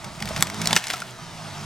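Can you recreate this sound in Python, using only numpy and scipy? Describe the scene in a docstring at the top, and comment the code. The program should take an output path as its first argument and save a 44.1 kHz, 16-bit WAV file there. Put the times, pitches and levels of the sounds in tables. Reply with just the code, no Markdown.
"""A pickup truck crawls along a forest dirt track, a few metres away. At first its six-cylinder engine
idles, puffing through the exhaust. From 0.2 s it revs up and the fan whirrs louder, while the tyres
grind over grit and snap dry twigs. Sticks crack loudly near 0.4 s and 0.7 s, and the trees scatter
the cracks. At 0.8 s the throttle shuts; the engine soon slows and the last twigs break.
Near the end it pulls again with a low drone."""
import sys
import numpy as np
from scipy import signal
from scipy.fft import rfft, irfft
from scipy.io import wavfile
from scipy.ndimage import uniform_filter1d

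SR = 44100
rng = np.random.default_rng(int(sys.argv[2]) if len(sys.argv) > 2 else 0)


def inscribe(sig):
    """Save sig as 16-bit PCM at rate SR to the path in sys.argv[1].

    A 1-D sig is mono; a 2-D sig holds one channel per row.
    Samples are clipped to [-1, 1] before scaling.
    """
    pcm = np.round(np.clip(np.atleast_2d(sig).T, -1, 1) * 32767)
    wavfile.write(sys.argv[1], SR, pcm.astype(np.int16))


N = 72765


# How often one bank (three of the six cylinders) fires: t/s, f/Hz
BANK_RATE = [(0, 20.84), (.196, 20.77), (.288, 25.84), (.362, 33.49), (.412, 38.27), (.504, 49.55),
             (.602, 53.81), (.68, 55.9), (.75, 55.5), (.84, 63.9), (.978, 65.35), (1.172, 60),
             (1.33, 54.65), (1.5, 50.2), (1.65, 48.86)]
# How hard the engine works: t/s, level/dB
ENGINE_LOAD = [(0, -7.5), (.19, -8), (.235, 2), (.34, -6), (.41, 4), (.46, -1.5), (.53, -2), (.61, 3.5),
               (.73, -3), (.765, 0), (.79, -23), (1.0, -13.5), (1.19, -12.5), (1.235, -11), (1.32, -25),
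               (1.44, -11.5), (1.65, -8.5)]
# The firing note, at twice the bank rate: t/s, level/dB
FIRING_LEVEL = [(0, -63), (.17, -61), (.27, -45), (.4, -43.5), (.5, -43), (.66, -41.5), (.8, -54),
                (1.0, -52), (1.13, -46), (1.25, -54.5), (1.36, -48.5), (1.65, -48)]
# The drone, at three times the bank rate: t/s, level/dB
DRONE_LEVEL = [(0, -72), (.2, -55), (.34, -43), (.5, -50), (.57, -40.5), (.64, -31.5), (.73, -38.5),
               (.765, -41), (.79, -51.5), (1.19, -60.5), (1.23, -44), (1.32, -50), (1.45, -38.5),
               (1.55, -44), (1.65, -38)]
# Higher tones: multiple of the bank rate, base level/dB, how strongly it follows the load
OVERTONES = [(4, -39, 1.51), (5, -50, 2.4), (6, -41, 0.72), (7, -45, .8), (8, -42, 1), (9, -53.5, 1.8)]
# How the pipe boosts or weakens those tones: f/Hz, level/dB
PIPE_RESPONSE = [(25, -24), (60, -11), (110, -4.5), (155, -1.5), (215, 1), (270, -10.5), (370, -7.5),
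                 (600, -10)]
# Loudness of the swirling exhaust gas: t/s, level/dB
RUMBLE_LEVEL = [(0, -54), (.06, -36.5), (.16, -51.5), (.225, -36), (.33, -39.5), (.41, -31.5), (.47, -47),
                (.62, -46), (.75, -32), (.8, -58), (.92, -48.5), (1.05, -46.5), (1.19, -63), (1.23, -59),
                (1.33, -51.5), (1.45, -51), (1.65, -46)]
# Tone of the swirling gas: f/Hz, level/dB
RUMBLE_SPECTRUM = [(20, -21), (50, -26), (90, -8), (150, 3), (215, 1.5), (290, -25), (430, -15.5),
                   (900, -9), (3000, -50)]

def exhaust(firings):
    """Puffs of gas make a note, a drone and overtones that swell with load; swirling gas rumbles."""
    load, rate = curve(ENGINE_LOAD), curve(BANK_RATE)
    note = amp(curve(FIRING_LEVEL)) * engine_tone(2 * firings)
    drone = amp(curve(DRONE_LEVEL)) * engine_tone(3 * firings)
    overtones = sum(amp(db + follow * load + read(PIPE_RESPONSE, k * rate)) * engine_tone(k * firings)
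                    for k, db, follow in OVERTONES)
    rumble = amp(curve(RUMBLE_LEVEL)) * colour(rng.standard_normal((2, N)), RUMBLE_SPECTRUM)
    return note + drone + overtones + rumble


def engine_tone(cycles, waver=0.22):
    """One pure tone of the engine, a little unsteady in strength."""
    strength = 1 + waver * drift(hz=24.4)
    return strength * np.sqrt(2) * np.cos(2 * np.pi * (cycles + rng.random()))


# Twigs snapping: t/s, level/dB, decay/s, centre f/Hz
TWIG_SNAPS = [(.043, -33, 0.0055, 4650), (0.2032, -31, 0.0023, 4070), (0.2221, -30.5, 0.0036, 3050),
              (0.2244, -20, 0.0016, 2700), (0.2557, -27, 0.0015, 5100), (.275, -27.5, .002, 1970),
              (0.288, -30, 0.0042, 5260), (0.3626, -24, 0.0062, 2080), (0.3768, -31, 0.0025, 3000),
              (.408, -19, 0.00083, 8900), (.4322, -29, .002, 5000), (.4695, -29.5, 0.0043, 3560),
              (0.4997, -22, 0.0011, 3440), (0.544, -30, 0.0021, 4940), (0.6159, -22.5, 0.0039, 3800),
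              (.644, -30.5, 0.0017, 4450), (0.6573, -13, 0.00051, 3830), (0.7082, -18.5, 0.0016, 2460),
              (0.732, -27, 0.0021, 2950), (0.7562, -16, 0.00067, 6500), (0.7714, -19, 0.0047, 5160),
              (0.773, -31, 0.0054, 5100), (.795, -47, 0.0014, 3200), (0.84, -26.5, 0.0047, 3330),
              (.869, -25, 0.0038, 4040), (0.8824, -25, 0.0014, 5500), (.9005, -25, 0.002, 5040),
              (0.902, -16.5, 0.0015, 2580), (0.9077, -23.5, 0.0032, 2300), (0.9347, -25.5, 0.0064, 3700),
              (0.98, -40, 0.00081, 3000), (1.002, -29.5, 0.0022, 7140), (1.0193, -26.5, 0.0013, 3096),
              (1.109, -35, 0.00064, 7997)]
# Sticks breaking: t/s, level/dB, decay/s, centre f/Hz, treble cut-off f/Hz, four ringing notes f/Hz
STICK_CRACKS = [(0.4243, -7.5, 0.0015, 7440, 8700, 1830, 3480, 7250, 7870),
                (0.6724, -12, 0.0016, 6100, 13000, 3400, 3900, 5410, 6960),
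                (0.7293, -10, 0.0022, 3160, 5950, 2040, 3630, 4520, 4540),
                (.7637, -8.5, 0.0011, 6240, 9050, 3260, 5000, 6040, 7970),
                (0.7644, -10.5, 0.0032, 1508, 8100, 1390, 1820, 2220, 2876),
                (0.7675, -12.5, 0.00053, 2630, 8000, 1455, 1910, 2450, 3700)]
# Balance of those four notes: level/dB
STICK_RING_DB = [-5.5, -2, -1, -1]
# Hollow knocks of thicker wood: t/s, level/dB, decay/s, f/Hz
KNOCKS = [(.3075, -24, 0.0046, 633), (0.4241, -19, 0.0035, 800), (0.425, -23.5, 0.0034, 1080),
          (.937, -25, 0.0057, 736), (.939, -25.5, 0.0064, 1308), (1.0212, -22.5, 0.0033, 1393)]
# The notes in each knock: multiple of its pitch, level/dB
KNOCK_NOTES = [(1, 0), (1.83, -17), (3.15, -24)]

def breaking_wood():
    """Under the tyres twigs snap, sticks crack and ring briefly, and thicker pieces knock."""
    out = np.zeros(N)
    for start, db, decay, hz in TWIG_SNAPS:
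        add(out, start, amp(db) * splinter(decay, hz, top_hz=11300, branch_share=0.85))
    for start, db, decay, hz, top_hz, *pitches in STICK_CRACKS:
        rings = sum(amp(ring_db) * ring(f, 1.06 * decay) for f, ring_db in zip(pitches, STICK_RING_DB))
        crack = splinter(decay, hz, top_hz, branch_share=0.38)
        add(out, start, amp(db) * (0.96 * crack + rings / 2))
    for start, db, decay, hz in KNOCKS:
        knock = sum(amp(note_db) * ring(hz * k, decay / k) for k, note_db in KNOCK_NOTES)
        add(out, start, amp(db) * knock / np.sqrt(2))
    return out


# Pitches at which the dry branches ring: f/Hz, width/Hz, level/dB
BRANCH_RESONANCES = [(1517, 69, 4), (2166, 270, 5), (3420, 160, -5), (4900, 570, -6)]

def splinter(decay, centre_hz, top_hz, branch_share, bass_hz=328):
    """Fibres break in a fast, dying run; the twig's size and the branches under it set the tone."""
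    t = np.arange(2048) / SR
    f = np.fft.rfftfreq(len(t), 1 / SR)
    fibres = rng.standard_normal((2, len(t)))[0]  # one channel of noise
    burst = np.tanh(fibres / 2) * wood_fade(t, decay)
    twig = resonance(f, centre_hz, width=1.56 * centre_hz) + amp(-6) / (1 + 1j * f / centre_hz)
    branches = sum(amp(db) * resonance(f, hz, width) for hz, width, db in BRANCH_RESONANCES)
    bass_cut = f / (f - 1j * bass_hz)  # branches give off little bass
    treble_cut = 1 / (1 + 1j * f / top_hz) ** 2
    snap = irfft(rfft(burst) * twig * (1 + branch_share * branches) * bass_cut * treble_cut)
    return snap * np.sqrt(decay * SR / np.sum(snap ** 2))  # longer snaps carry more energy


def ring(hz, decay):
    """Wood vibrates at one pitch and dies away."""
    t = np.arange(2048) / SR
    return 2 * np.sin(2 * np.pi * (hz * t + rng.random())) * wood_fade(t, decay)


def wood_fade(t, decay, attack_s=0.00031):
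    """The loudness of a break jumps up, then fades."""
    return np.minimum(t / attack_s, 1) * np.exp(-t / decay)


# Loudness of the grit under the tyres: t/s, level/dB
GRIT_LEVEL = [(0, -67), (.19, -44), (.24, -50), (.33, -46), (.39, -36), (.46, -48), (.57, -49),
              (.66, -39.5), (.77, -29), (.82, -42.5), (.93, -34), (.99, -41), (1.08, -45.5), (1.3, -63),
              (1.65, -50)]
# Tone of the grit: f/Hz, level/dB
GRIT_SPECTRUM = [(150, 3), (500, 1.5), (1200, 8), (2200, 13), (4500, 9), (8000, 5), (12000, -1),
                 (16000, -2)]

def grit(grains_per_s=1800, spread_db=3.5, decay_s=0.00075):
    """Tiny grains break under the rolling tyres in a dense patter."""
    sizes = amp(spread_db * np.minimum(rng.exponential(1, (2, N)), 4))
    breaks = rng.random((2, N)) < grains_per_s / SR
    fades = signal.lfilter([1], [1, -np.exp(-1 / (decay_s * SR))], sizes * breaks)
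    grains = fades * rng.standard_normal((2, N))
    return colour(grains, GRIT_SPECTRUM) * amp(curve(GRIT_LEVEL))


# Loudness of the fan, belts and valves: t/s, level/dB
WHIRR_LEVEL = [(0, -40), (.18, -41.5), (.32, -34), (.5, -37.5), (.7, -29.5), (.82, -40.5), (1.1, -43.5),
               (1.25, -40.5), (1.42, -38.5), (1.55, -37), (1.65, -38)]
# Tone of their whirr: f/Hz, level/dB
WHIRR_SPECTRUM = [(150, -5), (250, -4.5), (393, -11), (500, -13.5), (600, -6), (830, -6.5), (1060, -8),
                  (1260, -6), (1500, -8), (3000, -12.5), (6000, -14), (9000, -20), (12000, -28.5),
                  (15800, -32)]
# Pitches at which the engine bay rings: f/Hz, width/Hz, level/dB
BAY_RESONANCES = [(666, 74, 7.5), (915, 200, 5.5), (1247, 116, 5), (3770, 53, 4.9), (5030, 150, 4.3),
                  (5800, 67, 1)]

def whirr(firings, flicker_db=1.5, throb_depth=0.083):
    """Fan and valve noise rings in the engine bay and throbs each time a cylinder fires."""
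    bands = signal.stft(rng.standard_normal((2, N)), nperseg=512)[2]
    flicker = uniform_filter1d(rng.standard_normal(bands.shape[1:]), size=7, axis=0)  # smooth in pitch
    flicker = unit(uniform_filter1d(flicker, size=8, axis=1))  # and in time
    noise = signal.istft(bands * amp(flicker_db * flicker), nperseg=512)[1][:, :N]
    throb = 1 + throb_depth * np.cos(2 * np.pi * 2 * firings)
    return colour(noise * throb, WHIRR_SPECTRUM, BAY_RESONANCES) * amp(curve(WHIRR_LEVEL))


# The truck settling on its springs: t/s, level/dB, decay/s, f/Hz
THUMPS = [(0.213, -39, 0.053, 209), (0.382, -37, 0.016, 76), (0.903, -44, 0.018, 286),
          (1.215, -42.5, 0.035, 149.5)]

def body_thumps(attack_s=0.0028):
    """The truck's body booms softly as it rocks over the ruts."""
    out, t = np.zeros(N), np.arange(SR // 4) / SR
    for start, db, decay, hz in THUMPS:
        fade = (1 - np.exp(-t / attack_s)) * np.exp(-t / decay)
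        add(out, start, 2 * amp(db) * np.sin(2 * np.pi * hz * t) * fade)
    return out


# How long the echo from the trees takes to fade by 60 dB: f/Hz, t/s
TREE_ECHO_TIME = [(200, 0.26), (1500, 1), (5000, 0.54), (9000, 0.25), (15000, 0.081)]

def forest(sound, echoes_per_s=4000, ground_decay_s=0.0066):
    """Sound bounces quickly off the ground and the truck, then scatters thinly from the trunks."""
    t = np.arange(SR // 2) / SR
    bounces = rng.standard_normal((2, len(t))) * (t > .003)
    bounces *= rng.random((2, len(t))) < echoes_per_s / SR
    hz, when, bands = signal.stft(bounces, SR, nperseg=256)
    fade = amp(-60 * when / read(TREE_ECHO_TIME, hz)[:, None])
    trunks = signal.istft(bands * fade, SR, nperseg=256)[1][:, :len(t)]
    ground = rng.standard_normal((2, len(t))) * np.exp(-t / ground_decay_s) * (t > .002)
    echo = amp(-22) * unit(trunks) + amp(-13.5) * unit(ground)
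    echo = (echo + 0.49 * echo[::-1]) / np.sqrt(len(t))  # left and right partly blend
    return sound + signal.fftconvolve(sound[None], echo, axes=1)[:, :N]


# Pump and alternator tones: multiple of the bank rate, level/dB
WHINES = [(16.8, -58.5), (29.6, -60), (53.8, -58), (64.8, -58.5)]

def belt_whine():
    """The belt spins the pump and alternator, so their faint whine follows the engine's speed."""
    cycles = count_firings(wobble=0.00267, wobble_hz=8.85)
    return sum(amp(db) * engine_tone(k * cycles) for k, db in WHINES)


# Tone of light air on the microphones: f/Hz, level/dB
BREEZE_SPECTRUM = [(5, -5), (25, -17), (50, -2), (120, -12), (500, -70)]

def breeze(level_db=-67.5):
    """Moving air faintly buffets each microphone on its own."""
    f = np.fft.rfftfreq(N, 1 / SR)
    noise = rfft(rng.standard_normal((2, N)))
    return amp(level_db) * unit(irfft(noise * amp(read(BREEZE_SPECTRUM, f)), N))


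# How alike left and right are: f/Hz, likeness (1 = the same)
LIKENESS = [(60, 0.27), (150, 1), (380, 0.91), (950, 0.91), (2380, 0.82), (5980, 0.92), (15000, 0.32)]

def colour(pair, spectrum, peaks=()):
    """Shapes the tone of two unrelated noises and blends them into left and right."""
    f = np.fft.rfftfreq(N, 1 / SR)
    left, other = rfft(pair)
    same = np.clip(read(LIKENESS, f), 0, 1)
    right = same * left + np.sqrt(1 - same ** 2) * other
    peaks_db = sum(db / (1 + (2 * (f - hz) / width) ** 2) for hz, width, db in peaks)
    return unit(irfft(np.array([left, right]) * amp(read(spectrum, f) + peaks_db), N))


def count_firings(wobble, wobble_hz):
    """A running count of one bank's firings, at a slightly uneven pace."""
    return np.cumsum(curve(BANK_RATE) * (1 + wobble * drift(wobble_hz))) / SR


def amp(db):
    """Turns decibels into a gain."""
    return 10 ** (np.asarray(db) / 20)


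def unit(x):
    """Scales a signal to an average strength (rms) of 1."""
    return x / np.sqrt(np.mean(x ** 2) + 1e-20)


def curve(points):
    """Joins points in time with straight lines."""
    return np.interp(np.arange(N) / SR, *np.transpose(points))


def read(points, hz):
    """Looks up a frequency in a table, on a log scale."""
    f, value = np.transpose(points)
    return np.interp(np.log(hz + 1), np.log(f + 1), value)


def add(mix, start, sound):
    """Mixes a sound in, start seconds from the beginning."""
    part = mix[round(start * SR):][:len(sound)]
    part += sound[:len(part)]


def drift(hz):
    """A random wander, mostly slower than hz."""
    f = np.fft.rfftfreq(N, 1 / SR)
    return unit(irfft(rfft(rng.standard_normal(N)) * np.exp(-(f / hz) ** 2), N))


def resonance(f, hz, width):
    """A filter that favours pitches near hz."""
    return 1 / (1 + 1j * (f - hz ** 2 / (f + 1)) / width)


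def pan(db):
    """Gains that make the left side db louder than the right."""
    return amp(np.array([[db], [-db]]) / 2)


def scene():
    """Engine, tyres, body and breeze together; only the breaking wood echoes."""
    firings = count_firings(wobble=0.0063, wobble_hz=30)
    engine = exhaust(firings) + (whirr(firings) + belt_whine()) * pan(db=1)
    background = breeze() + body_thumps()
    tyres = (grit() + forest(breaking_wood())) * pan(db=1.3)
    return engine + tyres + background


# How much louder the left microphone is than the right: f/Hz, level/dB
LEFT_LEVEL = [(60, -2.5), (150, -4), (380, -3.5), (950, -2), (2380, -0.5), (5980, -1), (15000, -1)]
# How far the left one's wave runs ahead: f/Hz, phase/rad
LEFT_LEAD = [(0, 0), (1550, 0.39), (5510, 0.56), (11300, 0.86), (12100, 1.0), (14900, 1.0), (15600, 1.0)]
# How both soften the treble: f/Hz, level/dB
MIC_TREBLE = [(9000, 0), (12000, -1.5), (15000, -5), (16000, -8)]

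def record(dry, top_hz=16000):
    """Two microphones hear slightly different sounds; the loudest cracks clip; the top treble is cut."""
    f = np.fft.rfftfreq(2 * N, 1 / SR)
    left = amp(read(LEFT_LEVEL, f) / 2) * np.exp(.5j * read(LEFT_LEAD, f))
    response = amp(read(MIC_TREBLE, f)) * np.array([left, 1 / left])
    heard = irfft(rfft(dry, 2 * N) * response)[:, :N]
    low_pass = signal.firwin(511, top_hz, window=("kaiser", 9), fs=SR)
    return signal.oaconvolve(np.clip(heard, -1, 1), low_pass[None], "same")


dry = scene()
out = record(dry)
inscribe(out)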